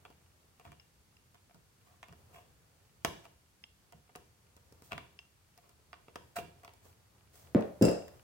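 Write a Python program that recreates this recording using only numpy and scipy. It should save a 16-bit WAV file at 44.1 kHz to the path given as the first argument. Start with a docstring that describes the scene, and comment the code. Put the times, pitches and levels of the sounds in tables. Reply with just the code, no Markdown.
"""A small bare room: steel pliers twist bare copper wires at a plastic wall box, close by.
Clicks and soft thumps mix the box's modes, a low push and a snap; scrapes are dense random stick-slip.
Taps ring the open jaws, tugs boom in the wall, and the hands rumble and creak over hiss and a thin whine.
At the end the pliers are put down: two dull knocks of boards, blow and scuff, the second with a
jangle of loose steel. Diffuse tails of noise give the room."""
import sys
import numpy as np
from scipy import signal
from scipy.fft import rfft, irfft, next_fast_len
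from scipy.io import wavfile
from scipy.ndimage import uniform_filter1d

SR = 44100
rng = np.random.default_rng(int(sys.argv[2]) if len(sys.argv) > 2 else 0)


def wav_out(sig):
    """Save sig, one row per channel (or a flat mono array), as 16-bit PCM at SR to the path in sys.argv[1]."""
    wavfile.write(sys.argv[1], SR, np.round(np.clip(np.atleast_2d(sig).T, -1, 1) * 32767).astype(np.int16))


N = 362937
TAPS = 4096  # length of short responses [samples]


def gain_of(db):
    """Decibels to amplitude."""
    return 10 ** (np.asarray(db) / 20)


def evened(x):
    """Scales to rms 1."""
    return x / np.sqrt(np.mean(x ** 2) + 1e-20)


def struck(x, blow_s=0.01):
    """Scales a blow to rms 1 over its first moments."""
    first_moments = x[..., :round(blow_s * SR)]
    return x / np.sqrt(np.mean(first_moments ** 2) + 1e-20)


def read(points, hz):
    """Reads a table on a log-frequency axis."""
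    f, value = np.transpose(points)
    return np.interp(np.log(hz + 1), np.log(f + 1), value)


def add(mix, s, sound):
    """Mixes a sound in at time s."""
    part = mix[:, max(0, round(s * SR)):][:, :sound.shape[-1]]
    part += sound[..., :part.shape[1]]


def convolve(a, b):
    """Convolves channel by channel."""
    return signal.fftconvolve(np.atleast_2d(a), np.atleast_2d(b), axes=1)


def pulse(colour, tilt_db=0):
    """The shortest causal pulse with a given spectrum: minimum phase, tilted in dB per octave."""
    hz = abs(np.fft.fftfreq(TAPS, 1 / SR))
    level_db = read(colour, hz) + tilt_db * np.log2(1 + hz / 300)
    log_gain = np.log(gain_of(level_db))
    return np.fft.ifft(np.exp(np.conj(signal.hilbert(log_gain)))).real


# how alike diffuse sound is at the two ports: (frequency [Hz], likeness [0-1])
PORT_LIKENESS = [(50, 0.9), (150, 0.8), (400, 0.49), (1000, 0.01), (4000, 0)]


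def diffuse(size, colour):
    """Coloured noise at two ports, alike in the bass and unrelated in the treble."""
    padded = next_fast_len(size)
    hz = np.fft.rfftfreq(padded, 1 / SR)
    a, b = rfft(rng.standard_normal((2, padded)))
    same = np.clip(read(PORT_LIKENESS, hz), -1, 1)
    ports = np.array([a, same * a + np.sqrt(1 - same ** 2) * b])
    noise = irfft(ports * gain_of(read(colour, hz)), padded)
    return evened(noise[:, :size])


def ring(modes, detune, vary_db, pitch=1):
    """Dying modes; each blow lands on a new spot, and high modes reach the ports out of step."""
    t, out = np.arange(SR // 2) / SR, np.zeros((2, SR // 2))
    for k, (hz, db, t60) in enumerate(modes):
        shift, size, lag, side = rng.standard_normal(4)
        hz = hz * pitch * (1 + detune * shift)
        u = t[t < 1.5 * t60]
        ports = np.array([[1], [-1]]) * min(hz / 2500, 1)
        wave = np.sin(2 * np.pi * hz * u + ports * 0.9 * lag)
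        level_db = db + vary_db * size + 1.4 * side * ports - 60 * u / t60
        out[:, :len(u)] += (-1) ** k * wave * gain_of(level_db)
    return struck(out)


def crack(decay_s):
    """A tiny burst of noise that dies exponentially."""
    t = np.arange(TAPS // 4) / SR
    return rng.standard_normal((2, len(t))) * np.exp(-t / decay_s)


# spectrum of a bright snap: (frequency [Hz], density [dB per Hz])
SNAP_COLOUR = [(500, -7), (1500, -8), (3000, -2.5), (5500, 6.5), (8000, 2.5), (11000, 0.5), (13300, 1.5),
               (14500, -5), (16000, 7)]


def snap(decay_s):
    """A bright burst: a crack shaped by the snap spectrum."""
    return struck(convolve(crack(decay_s), pulse(SNAP_COLOUR)))


# reverberation of the room: (frequency [Hz], t60 [s])
ROOM_DECAY = [(80, 0.43), (200, 0.27), (450, 0.43), (1000, 0.43), (3000, 0.46), (7000, 0.49), (15000, 0.24)]


def room(x, colour, build_s):
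    """The diffuse tail alone: it builds up and dies band by band."""
    flat = [(20, 0), (20000, 0)]
    hz, t, z = signal.stft(diffuse(SR, flat), SR, nperseg=256)
    z *= gain_of(read(colour, hz)[:, None] - 60 * t / read(ROOM_DECAY, hz)[:, None])
    tail = signal.istft(z, SR, nperseg=256)[1]
    t = np.arange(tail.shape[1]) / SR
    build_up = 1 - np.exp(-(t / build_s) ** 2)
    return convolve(x, tail * build_up / np.sqrt(0.037 * SR))[:, :N]


# spectrum of still room and hiss: (frequency [Hz], density [dB per Hz])
AIR_COLOUR = [(15, -30), (25, -11.5), (68, 2), (102, -3.5), (335, -15), (695, -22), (818, -19), (1190, -18),
              (4030, -22.5), (4490, -22), (8830, -23.5), (14800, -29), (16000, -28)]
# steady electronic tones: (frequency [Hz], level [dB])
WHINE_TONES = [(2665, -102.5), (4495, -92.5), (8995, -99.5)]


def background(air_db=-68.5):
    """Still room and microphone hiss as steady noise, with a thin electronic whine of sines."""
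    t = np.arange(N) / SR
    whine = sum(gain_of(db) * np.sqrt(2) * np.sin(2 * np.pi * hz * t) for hz, db in WHINE_TONES)
    return gain_of(air_db) * diffuse(N, AIR_COLOUR) + whine


# spectrum of the hands' rumble: (frequency [Hz], density [dB per Hz])
HANDS_COLOUR = [(25, 1), (50, -16), (80, 5.5), (140, -1.5), (250, -14.5), (450, -10.5), (900, -14.5),
                (3000, -30)]
# strain of the hands on the wires: (time [s], rumble level before trim [dB])
HAND_STRAIN = [(0.0, -66), (1.21, -73), (2.02, -68.5), (2.32, -59.5), (2.57, -66), (2.98, -67.5),
               (3.17, -60.5), (3.49, -74.5), (4.82, -65.5), (4.97, -60), (5.35, -73.5), (6.37, -63.5),
               (7.29, -67.5), (7.5, -59.5)]


def handling(trim_db=-1, lumpy_db=1.5, creak_db=-3, creaks_per_s=9):
    """Hands strain on the wires: an uneven low rumble, and stray creaks that grow with the strain."""
    s, db = np.transpose(HAND_STRAIN)
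    strain = gain_of(trim_db + np.interp(np.arange(N) / SR, s, db))
    knots = np.arange(0, N, SR // 20)  # a new random level 20 times a second
    lumps = gain_of(lumpy_db * np.interp(np.arange(N), knots, rng.standard_normal(len(knots))))
    slips = rng.uniform(-0.97, 1, N) * (rng.random(N) < creaks_per_s / SR)
    creaks = convolve(slips * strain, box(tilt_db=7))[:, :N]
    return strain * lumps * diffuse(N, HANDS_COLOUR) + gain_of(creak_db) * creaks


def hardness(db, hardest_db=2.5, neutral_db=-58, span_db=7):
    """Treble tilt in dB per octave: weak contacts are dull, strong ones bright."""
    return hardest_db * np.tanh((db - neutral_db) / span_db)


# modes of wires, jaws and box together: (centre frequency [Hz], level before tilt [dB], t60 [s])
BOX_MODES = [(696, -5.5, 0.063), (934, 0, 0.033), (1030, 4.5, 0.014), (1186, -2.5, 0.02),
             (1456, -9.5, 0.024), (1750, -2.5, 0.009), (2330, -5, 0.03), (2790, -6, 0.015),
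             (3396, -10, 0.011), (4820, -9.5, 0.0045)]
# spectrum of the dry clack under the modes, before tilt: (frequency [Hz], density [dB per Hz])
CLACK_COLOUR = [(150, -17.5), (400, 5.5), (700, -7.5), (1300, -0.5), (2000, -8), (3000, -12), (3700, -20),
                (4500, -31.5), (8000, -29), (16000, -77)]


def box(tilt_db, clack_db=-3):
    """The box's answer to one blow: a few modes over a dry clack; a harder contact reaches higher."""
    lowest_hz = BOX_MODES[0][0]
    modes = [(hz, db + tilt_db * np.log2(hz / lowest_hz), t60) for hz, db, t60 in BOX_MODES]
    rung = ring(modes, detune=0.012, vary_db=1.5)[:, :TAPS]
    clack = struck(convolve(crack(0.0027), pulse(CLACK_COLOUR, tilt_db)))[:, :TAPS]
    return struck(rung + gain_of(clack_db) * clack)


def chatter(tilt_db, after_db=-10, spread_s=0.016, count=4):
    """A contact and its small after-contacts; a soft one chatters more than a clean, hard one."""
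    contacts = np.zeros(TAPS)
    contacts[0] = 1
    at = np.minimum(rng.uniform(0.1967, 1, count) * spread_s * SR, TAPS - 1).astype(int)
    contacts[at] += gain_of(after_db - 2 * tilt_db) * rng.standard_normal(count)
    return contacts


# clicks of jaws and wires, with a few soft thumps of a finger or knuckle:
# (time [s], ring of the box [dB], low push [dB], bright snap [dB])
CLICKS_AND_THUMPS = [(0.0514, -52, -87, -70), (0.1027, -65, -60, -70), (0.5972, -59, -78, -65),
                     (0.651, -57.5, -63, -70), (0.7187, -55.5, -71, -62), (1.345, -63.5, -74, -66),
                     (1.4958, -67, -85, -85), (1.5453, -66.5, -68, -65.5), (2.0294, -48.5, -76, -66),
                     (2.084, -61, -71, -65), (2.1258, -58, -79, -64), (3.0483, -28, -34, -33.5),
                     (3.2529, -54.5, -74, -64), (3.9232, -58.5, -70, -60), (4.0931, -64.5, -72, -80),
                     (4.1525, -51, -78, -68), (4.158, -57, -51.5, -50.5), (4.5659, -67, -64, -62),
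                     (4.724, -71, -58.5, -62.5), (4.8212, -64, -59.5, -60), (4.9199, -38.5, -52.5, -55),
                     (4.9303, -45.5, -49.5, -55), (4.9791, -42.5, -65, -61), (5.5765, -66, -76, -58.5),
                     (5.693, -71, -75, -63), (5.9305, -48, -72, -73), (6.0826, -57, -58, -79),
                     (6.1577, -43.5, -49, -54.5), (6.3868, -42.5, -46, -62), (6.6335, -63, -66, -65),
                     (6.6476, -54, -76, -57), (6.6781, -53, -68, -74), (6.7364, -67, -73, -63.5),
                     (6.8536, -66.5, -62, -75), (7.6084, -76, -75, -58.5), (7.6234, -49.5, -75, -79),
                     (8.081, -57.5, -72, -60)]
# spectrum of the low push: (frequency [Hz], density [dB per Hz])
PUSH_COLOUR = [(20, -48), (45, -7.5), (80, -11.5), (160, -1.5), (330, 2), (550, -3), (1000, -37),
               (4000, -54)]


def clicks():
    """Each click or thump mixes a chattering ring of the box, a low push and a bright snap."""
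    out, push = np.zeros((2, N)), struck(pulse(PUSH_COLOUR))
    for s, ring_db, push_db, snap_db in CLICKS_AND_THUMPS:
        tilt_db = hardness(ring_db)
        add(out, s, gain_of(ring_db) * convolve(box(tilt_db), chatter(tilt_db)))
        add(out, s, gain_of(push_db) * push)
        add(out, s, gain_of(snap_db) * snap(decay_s=0.0022))
    return out


def groan(force, hz=715, wander=0.097):
    """Slips lock loosely to the lowest mode of the box, which rings on."""
    drift = evened(uniform_filter1d(rng.standard_normal(len(force)), size=130))
    phase = 2 * np.pi * np.cumsum(hz * (1 + wander * drift)) / SR
    rung = convolve(np.sin(phase) * force, ring(BOX_MODES[:1], detune=0, vary_db=0)[:, :TAPS])
    return np.sqrt(2) * rung / abs(rung).max()


def stick_slip(shape, per_s):
    """Sparse random impulses at an average rate, scaled to rms 1."""
    return evened(rng.standard_normal(shape) * (rng.random(shape) < per_s / SR))


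# wire dragged over steel or skin: (start [s], length [s], ring of the box [dB], fizz [dB])
DRAGS = [(0.639, 0.07, -56.5, -69), (1.84, 0.18, -68, -73), (2.326, .12, -56.5, -64.5),
         (3.236, .035, -60, -66), (4.827, 0.12, -75, -62.5), (4.906, 0.057, -50, -74),
         (5.619, 0.14, -70, -75), (6.355, .06, -42.5, -44.5), (6.628, 0.051, -60, -77),
         (6.824, .14, -72.5, -65), (7.32, .2, -67.5, -60.5)]
# spectrum of the fine fizz: (frequency [Hz], density [dB per Hz])
FIZZ_COLOUR = [(500, -7), (2000, 0), (5000, 3.5), (8000, 6), (11000, 0), (16000, 6.5)]


def scrapes(slips_per_s=800, grains_per_s=4000, rise_share=0.15, groan_at_db=-45, groan_growth=1.67):
    """Dense uneven stick-slip shakes the box, makes it groan and sheds a fine fizz."""
    out = np.zeros((2, N))
    for start, length, ring_db, fizz_db in DRAGS:
        t = np.arange(0, length, 1 / SR)
        force = np.interp(t / length, [0, rise_share, 1], [0, 1, 0])
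        slips = stick_slip(len(t), slips_per_s) * force
        grains = stick_slip((2, len(t)), grains_per_s) * force
        shaken = box(hardness(ring_db))
        fizz = pulse(FIZZ_COLOUR)[None]
        for db, drive, response in (ring_db, slips, shaken), (fizz_db, grains, fizz):
            add(out, start, gain_of(db) * convolve(drive, response / np.linalg.norm(response[0])))
        # the groan equals the ring at groan_at_db and grows faster than it [dB per dB]
        groan_db = groan_at_db + groan_growth * (ring_db - groan_at_db)
        add(out, start, gain_of(groan_db) * groan(force))
    return out


# tugs on the wires that make the hollow wall boom: (time [s], level [dB])
WIRE_TUGS = [(0.659, -54), (1.545, -62), (2.089, -56), (3.052, -55), (3.935, -60), (4.921, -47.5),
             (6.375, -46.5)]
# spectrum of the wall's boom: (frequency [Hz], density [dB per Hz])
WALL_COLOUR = [(25, -28), (50, -5), (75, 8.5), (115, -0.5), (160, 10.5), (230, -5), (350, -9.5), (550, -30),
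               (2000, -77)]


def tugs(rise_s=0.0052, decay_s=0.053):
    """The wallboard takes up each tug slowly and booms: low noise that swells and dies."""
    out, t = np.zeros((2, N)), np.arange(SR // 2) / SR
    swell = (1 - np.exp(-t / rise_s)) * np.exp(-t / decay_s)
    for s, db in WIRE_TUGS:
        add(out, s, gain_of(db) * swell / swell.max() * diffuse(len(t), WALL_COLOUR))
    return out


# open jaws tapping a wire end: (time [s], level [dB], pitch of the jaws [Hz])
JAW_TAPS = [(0.798, -59, 2790), (1.168, -67, 2720), (3.639, -49.5, 2795), (5.19, -49, 2740)]
# modes of the open jaws: (multiple of their pitch [ratio], centre level [dB], t60 [s])
JAW_MODES = [(.74, -8, .008), (1, 0, .017), (1.002, -29, .3), (1.16, -6, .01), (1.87, -7, .018),
             (2.25, -42, .3)]


def pings(bounce_s=0.00188, tick_db=-12, contact_s=0.00035):
    """Light taps leave the open jaws ringing faintly; the wire springs back with a tick."""
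    out, onset = np.zeros((2, N)), 1 - np.exp(-np.arange(SR // 2) / SR / contact_s)
    for s, db, hz in JAW_TAPS:
        add(out, s, gain_of(db) * struck(onset * ring(JAW_MODES, detune=0, vary_db=3.0, pitch=hz)))
        add(out, s + bounce_s, gain_of(db + tick_db) * box(tilt_db=6))
    return out


def contact(rock_hz=270, rock_s=0.0018, share=0.047):
    """One push, swelling into a few quick rocking cycles of the handles."""
    t = np.arange(TAPS) / SR
    swell = t / rock_s * np.exp(1 - t / rock_s)
    return (t == 0) - share * np.sin(2 * np.pi * rock_hz * t) * swell


# pliers landing: (time [s], level before layer trims [dB], treble tilt of the blow [dB per octave])
LANDINGS = [(7.5481, -18.5, 5.5), (7.8121, -15, -8.5), (7.8223, -19, -9.5), (7.846, -29, 2.5),
            (7.870, -23, -0.5), (7.884, -26, 7)]
# spectrum of blow and scuff, before the blow's tilt: (frequency [Hz], density [dB per Hz])
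BLOW_COLOUR = [(15, -62), (35, -32), (70, -21), (125, -1.5), (300, 2), (450, -1.5), (640, -5), (950, -21),
               (1800, -27.5), (2500, -35.5), (6000, -56), (16000, -73)]
# modes of the boards that the pliers land on: (centre frequency [Hz], centre level [dB], t60 [s])
BOARD_MODES = [(64, -23, 0.21), (114, -1.5, 0.16), (155.5, -10, 0.24), (176.8, 1.5, 0.25),
               (220.1, -4, 0.26), (299, -2.5, 0.2), (386, -5.5, 0.064), (432, -16.5, 0.22),
               (453, -3, 0.038), (538, -11.5, 0.18), (666, -22.5, 0.25), (821.5, -23.5, 0.18)]


def knocks(blow_db=-2.5, boards_db=-7, scuff_db=-9, scuff_s=0.014):
    """Padded handles land and bounce: a dull blow, a rough scuff and the boom of the boards."""
    out, t = np.zeros((2, N)), np.arange(TAPS) / SR
    scuff_swell = t / scuff_s * np.exp(1 - t / scuff_s)
    for s, db, tilt_db in LANDINGS:
        add(out, s, gain_of(db + blow_db) * struck(convolve(pulse(BLOW_COLOUR, tilt_db), contact())))
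        add(out, s, gain_of(db + scuff_db) * diffuse(TAPS, BLOW_COLOUR) * scuff_swell)
        add(out, s, gain_of(db + boards_db) * ring(BOARD_MODES, detune=0.012, vary_db=4.5))
    return out


# the loose joint rattling as the pliers land: (time [s], level before layer trims [dB])
RATTLES = [(7.8122, -56), (7.8227, -37.5), (7.8252, -37), (7.8507, -37.5), (7.856, -46), (7.887, -46.5),
           (7.912, -52.5)]
# modes of the whole pliers: (centre frequency [Hz], centre level [dB], t60 [s])
STEEL_MODES = [(1790, -31, 0.055), (2723, 3.5, 0.063), (2820, -2, 0.023), (5030, -3, 0.051),
               (5110, 0, 0.041), (4970, 5, 0.04), (5400, 2.5, 0.026), (6500, -22, 0.022),
               (7470, 4.5, 0.019), (7800, 1, 0.017), (8600, 2, 0.024), (10430, 2, 0.012)]


def jangles(ring_db=-2, clash_db=-1, clash_s=0.0038):
    """Steel hits steel in the joint: a bright clash and the chattering ring of the tool."""
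    out = np.zeros((2, N))
    for s, db in RATTLES:
        steel = ring(STEEL_MODES, detune=0.0094, vary_db=1.0)
        rattle = chatter(0, after_db=-12, spread_s=0.02)
        add(out, s, gain_of(db + ring_db) * convolve(steel, rattle))
        add(out, s, gain_of(db + clash_db) * snap(clash_s))
    return out


def scene(wall_s=0.001512, wall_db=-8, ping_wet_db=-7, port_lag=3):
    """The work at the box is near and fairly dry; the landing is farther off and full of room."""
    # room colours: (frequency [Hz], level [dB])
    near_colour = [(60, 11.5), (150, -14.0), (450, 2.0), (800, -7.5), (2300, -8.0),
                   (3300, -2.5), (4300, -5.5), (7000, -9), (15000, -4)]
    far_colour = [(60, -4), (200, -20), (500, 4.5), (1200, 2.0), (5000, 0.0), (15000, -4)]
    work, taps, landing = clicks() + scrapes(), pings(), knocks() + jangles()
    near = work + taps
    add(near, wall_s, gain_of(wall_db) * work)  # the wall throws clicks and scrapes straight back
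    near[1] = np.roll(near[1], port_lag)  # in samples: the left port hears the box first
    near += room(work + gain_of(ping_wet_db) * taps, near_colour, build_s=0.0039)
    far = landing + room(landing, far_colour, build_s=0.004)
    return near + far + tugs() + handling() + background()


def record(dry, low_cut_hz=48, order=3, edge_hz=16000):
    """The microphone's bass roll-off and a steep upper band limit."""
    bass_cut = signal.butter(order, low_cut_hz, "highpass", fs=SR, output="sos")
    heard = signal.sosfilt(bass_cut, dry)
    band_limit = signal.firwin(511, edge_hz, window=("kaiser", 9), fs=SR)
    return signal.oaconvolve(heard, band_limit[None], "same")


dry = scene()
out = record(dry)
wav_out(out)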